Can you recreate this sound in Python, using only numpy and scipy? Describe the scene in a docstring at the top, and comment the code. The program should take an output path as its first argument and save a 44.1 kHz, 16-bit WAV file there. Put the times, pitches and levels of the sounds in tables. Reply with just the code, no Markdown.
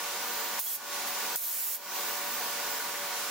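"""A small paint booth. The extractor fan roars through the booth's resonances and hums with unsteady tones,
while escaping air hisses from a spray gun. Two pulls of the trigger, with a light touch between them,
release a far louder, brighter turbulent jet; the first pull also whistles briefly. A gain control ducks
everything under the two pulls, and the booth swells back after each release."""
import sys
import numpy as np
from scipy import signal
from scipy.fft import rfft, irfft, next_fast_len
from scipy.io import wavfile
from scipy.ndimage import uniform_filter1d, map_coordinates

SR = 44100
rng = np.random.default_rng(int(sys.argv[2]) if len(sys.argv) > 2 else 0)


def unload_wav(signal):
    """Save mono or channel-first audio to the path in sys.argv[1] as 16-bit WAV at rate SR, clipped to [-1, 1]."""
    wavfile.write(
        sys.argv[1],
        SR,
        np.round(np.clip(np.atleast_2d(signal).T, -1, 1) * 32767).astype(np.int16),
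    )


N = 145530

# Spectra of the turbulent noises. Each row: frequency in Hz, relative spectral density in dB.
ROAR_SPECTRUM = [(25, -50), (60, -35), (100, -30.5), (170, -18), (330, -13), (480, -6), (630, -8),
                 (780, 0.5), (1150, -5), (1320, -4), (1700, -3.5), (2200, -5), (3200, -10.5), (6000, -17.5)]
AIR_SPECTRUM = [(60, -60), (800, -44), (2000, -2), (3200, -0.5), (5200, 1), (7000, 0.75), (8800, -2.5),
                (11500, -4), (15500, -6)]
SIZZLE_SPECTRUM = [(1000, -70), (7000, -35), (11000, -11), (13000, -6), (15200, 2.5), (16500, -6.5)]
JET_SPECTRUM = [(30, -75), (130, -37), (400, -29), (1000, -23.5), (2400, -17), (4000, -12.5), (6500, -8.5),
                (9000, -5), (12000, -2), (15300, 0), (20000, -2)]
# Likeness of each noise at the two microphones. Each row: frequency in Hz, correlation from -1 to 1.
ROAR_CORRELATION = [(30, .6), (120, 0.9), (500, 0.93), (1200, 0.91), (2500, 0.53)]
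AIR_CORRELATION = [(1000, 1), (1800, 0.99), (3000, 0.31), (4000, 0.29), (5000, 0.089), (7000, .05),
                   (8000, -0.47), (10500, -0.38), (15500, -0.12)]
JET_CORRELATION = [(300, 0.99), (3900, 1), (4700, 0.31), (6900, 0.5), (7900, -0.14), (11000, -0.15),
                   (15000, 0.47)]
# Resonances of the booth and duct. Each row: centre in Hz, width in Hz, gain in dB.
BOOTH_RESONANCES = [(175, 13, 5.5), (239, 12, 8), (444, 28, 5), (511, 25, -2), (800, 16, -2.5),
                    (870, 12, -1.5), (1033, 21, 7), (1139, 48, 6), (1198, 22, 9.5), (1423, 25, 2.5),
                    (1478, 23, 10), (1560, 25, 5), (1775, 27, 4), (1965, 40, 1)]
# Tones of the fan and duct. Each row: frequency in Hz, relative level in dB.
FAN_TONES = [(118.4, -76), (172.3, -70.5), (220.7, -65), (290.7, -62.5), (366.1, -60.5), (479.1, -59),
             (576.0, -51.5), (737.5, -54), (866.7, -55.5), (958.2, -49.5), (1109, -51), (1184, -61),
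             (1448, -52.5), (1540, -67.5), (1733, -56.5)]
# Envelopes of the idle air's top treble and of the whistle. Each row: time in seconds, level in dB.
SIZZLE_ENVELOPE = [(0, -41), (.17, -45), (.27, -36.5), (.56, -38), (.95, -41), (1.03, -41), (1.08, -39),
                   (1.14, -38), (1.33, -38), (1.95, -37), (2.4, -36), (2.56, -40), (2.77, -36.5),
                   (2.92, -41.5), (3.29, -41)]
WHISTLE_ENVELOPE = [(.645, -57), (.672, -34.5), (.686, -42), (.702, -40), (.725, -45), (.78, -62)]
# Trigger pulls. Each row: start, end and opening time in seconds, level in dB without the surge.
TRIGGER_PULLS = [(0.589, .757, 0.013, -18.5), (1.06, 1.106, 0.014, -39.5), (1.357, 1.757, 0.0042, -18)]
# Balance between the microphones. Each row: frequency in Hz, left minus right level in dB.
BALANCE = [(60, -5), (170, 2), (350, 2.5), (700, 1.3), (1300, -.6), (2500, -0.7), (5000, -1.9), (15000, -2)]


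def amp(db):
    """Amplitude grows tenfold for every 20 dB."""
    return 10 ** (np.asarray(db) / 20)


def unit_rms(x):
    """Normalisation brings the mean power to 1."""
    return x / np.sqrt(np.mean(x ** 2) + 1e-20)


def along(points, hz):
    """Interpolation joins (Hz, value) points on a logarithmic frequency axis."""
    knots_hz, values = np.transpose(points)
    return np.interp(np.log(hz + 1), np.log(knots_hz + 1), values)


def clock():
    """Uniform sampling gives each sample its time in seconds."""
    return np.arange(N) / SR


def wobble(knots_per_s):
    """A spline through random knots fluctuates smoothly."""
    return map_coordinates(rng.standard_normal(1024), [clock() * knots_per_s + 2], mode="wrap")


def filtered(x, response):
    """A linear filter multiplies the spectrum by its frequency response."""
    size = next_fast_len(N + SR // 4)
    return irfft(rfft(x, size) * response(np.fft.rfftfreq(size, 1 / SR)), size)[..., :N]


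def turbulence(spectrum, correlation, patchy_db):
    """Turbulence radiates broadband noise, uneven in time and frequency; here in stereo, at rms 1."""
    white = signal.stft(rng.standard_normal((2, N)), nperseg=512)[2]
    patches = uniform_filter1d(rng.standard_normal(white.shape[1:]), size=7, axis=0)
    patches = unit_rms(uniform_filter1d(patches, size=14, axis=1))
    pair = signal.istft(white * amp(patchy_db * patches), nperseg=512)[1][:, :N]
    # the ratio of mid to side sets the left-right correlation
    angle = lambda hz: np.arccos(np.clip(along(correlation, hz), -1, 1)) / 2
    mid, side = filtered(pair, lambda hz: amp(along(spectrum, hz)) * [np.cos(angle(hz)), np.sin(angle(hz))])
    return unit_rms(np.array([mid + side, mid - side]))


def booth_response(hz):
    """Resonance shapes the booth's gain in a narrow band around each centre frequency."""
    return amp(sum(db / (1 + (2 * (hz - centre) / width) ** 2) for centre, width, db in BOOTH_RESONANCES))


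def fan(roar_db=-39.5, drift_hz=3.02, flutter=0.27):
    """The extractor's turbulence excites the booth's resonances; its tones waver in pitch and level."""
    rush = turbulence(ROAR_SPECTRUM, ROAR_CORRELATION, patchy_db=0.9)
    roar = unit_rms(filtered(rush, booth_response)) * amp(roar_db + 0.63 * wobble(39))
    hum = np.zeros(N)
    for hz, db in FAN_TONES:
        phase = 2 * np.pi * (np.cumsum(hz + drift_hz * wobble(25.02)) / SR + rng.random())
        hum += np.sqrt(2) * amp(db - 0.38) * (1 + flutter * wobble(16)) * np.sin(phase)
    return roar + hum


def idle_air(hiss_db=-36.5):
    """Steadily escaping air hisses by turbulence; its top treble rises and falls as the gun is moved."""
    hiss = turbulence(AIR_SPECTRUM, AIR_CORRELATION, patchy_db=0.8) * amp(hiss_db + 0.75 * wobble(7.36))
    sizzle = turbulence(SIZZLE_SPECTRUM, AIR_CORRELATION, patchy_db=1.2)
    sizzle_db = np.interp(clock(), *np.transpose(SIZZLE_ENVELOPE)) + 0.56 * wobble(55)
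    return hiss + sizzle * amp(sizzle_db)


def wall_echoes(x, count=8, strength=0.21, span_s=0.02):
    """Weak early reflections from the near walls colour the direct sound by interference."""
    delays = span_s * rng.uniform(0.1, 1, count)
    echoes = lambda hz: sum(np.exp(-2j * np.pi * hz * delay) for delay in delays)
    return filtered(x, lambda hz: 1 + strength / np.sqrt(count) * echoes(hz))


def whistle(pitch_hz=3340, wander_hz=55):
    """A brief, wavering whistle, probably an edge tone where the jet crosses an edge of the car body."""
    level_db = np.interp(clock(), *np.transpose(WHISTLE_ENVELOPE), left=-np.inf, right=-np.inf)
    phase = 2 * np.pi * np.cumsum(pitch_hz + wander_hz * wobble(250)) / SR
    return np.sqrt(2) * amp(level_db) * np.sin(phase)


def jet(surge_db=4.5, surge_s=0.032, closing_db_per_s=638):
    """Jet noise follows the flow: it surges on stored hose pressure, holds, and dies as the valve shuts."""
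    envelope = np.zeros(N)
    for start, end, opening_s, db in TRIGGER_PULLS:
        age = np.maximum(clock() - start, 0)
        opening = np.minimum(age / opening_s, 1)
        surge = np.exp(-(age / surge_s) ** 4)
        closing_db = closing_db_per_s * np.maximum(clock() - end, 0)
        envelope += opening * amp(db + surge_db * surge - closing_db)
    return envelope * turbulence(JET_SPECTRUM, JET_CORRELATION, patchy_db=1.4)


def scene(left_lag_rad=0.14):
    """Fan and gun superpose; level and phase between the microphones set the gun a little to the right."""
    mix = fan() + wall_echoes(idle_air() + jet() + whistle())
    sides = np.array([[0.5], [-0.5]])  # left, right
    return filtered(mix, lambda hz: amp(along(BALANCE, hz) * sides) * np.exp(-1j * left_lag_rad * sides))


def record(dry):
    """Automatic gain control ducks fast, holds briefly and recovers slowly; a band limit follows."""
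    threshold_db, recover_db_per_s, top_hz = -29.5, 67, 15800
    sense_s, attack_s, look_ahead_s, hold_s = 0.0025, 0.0013, 0.0006, 0.0083
    smooth = lambda x, s: signal.lfilter([1 - np.exp(-1 / (s * SR))], [1, -np.exp(-1 / (s * SR))], x)
    ahead = lambda x, s: np.interp(clock() + s, clock(), x)
    level_db = 10 * np.log10(smooth(np.mean(dry ** 2, axis=0), sense_s) + 1e-12)
    excess_db = np.maximum(level_db - threshold_db, 0)
    ramp_db = recover_db_per_s * clock()
    duck_db = np.maximum.accumulate(excess_db + ramp_db) - ramp_db  # falls no faster than the ramp
    held_db = np.maximum(ahead(duck_db, look_ahead_s), ahead(duck_db, -hold_s))
    return filtered(dry * amp(-smooth(held_db, attack_s)), lambda hz: hz < top_hz)


dry = scene()
out = record(dry)
unload_wav(out)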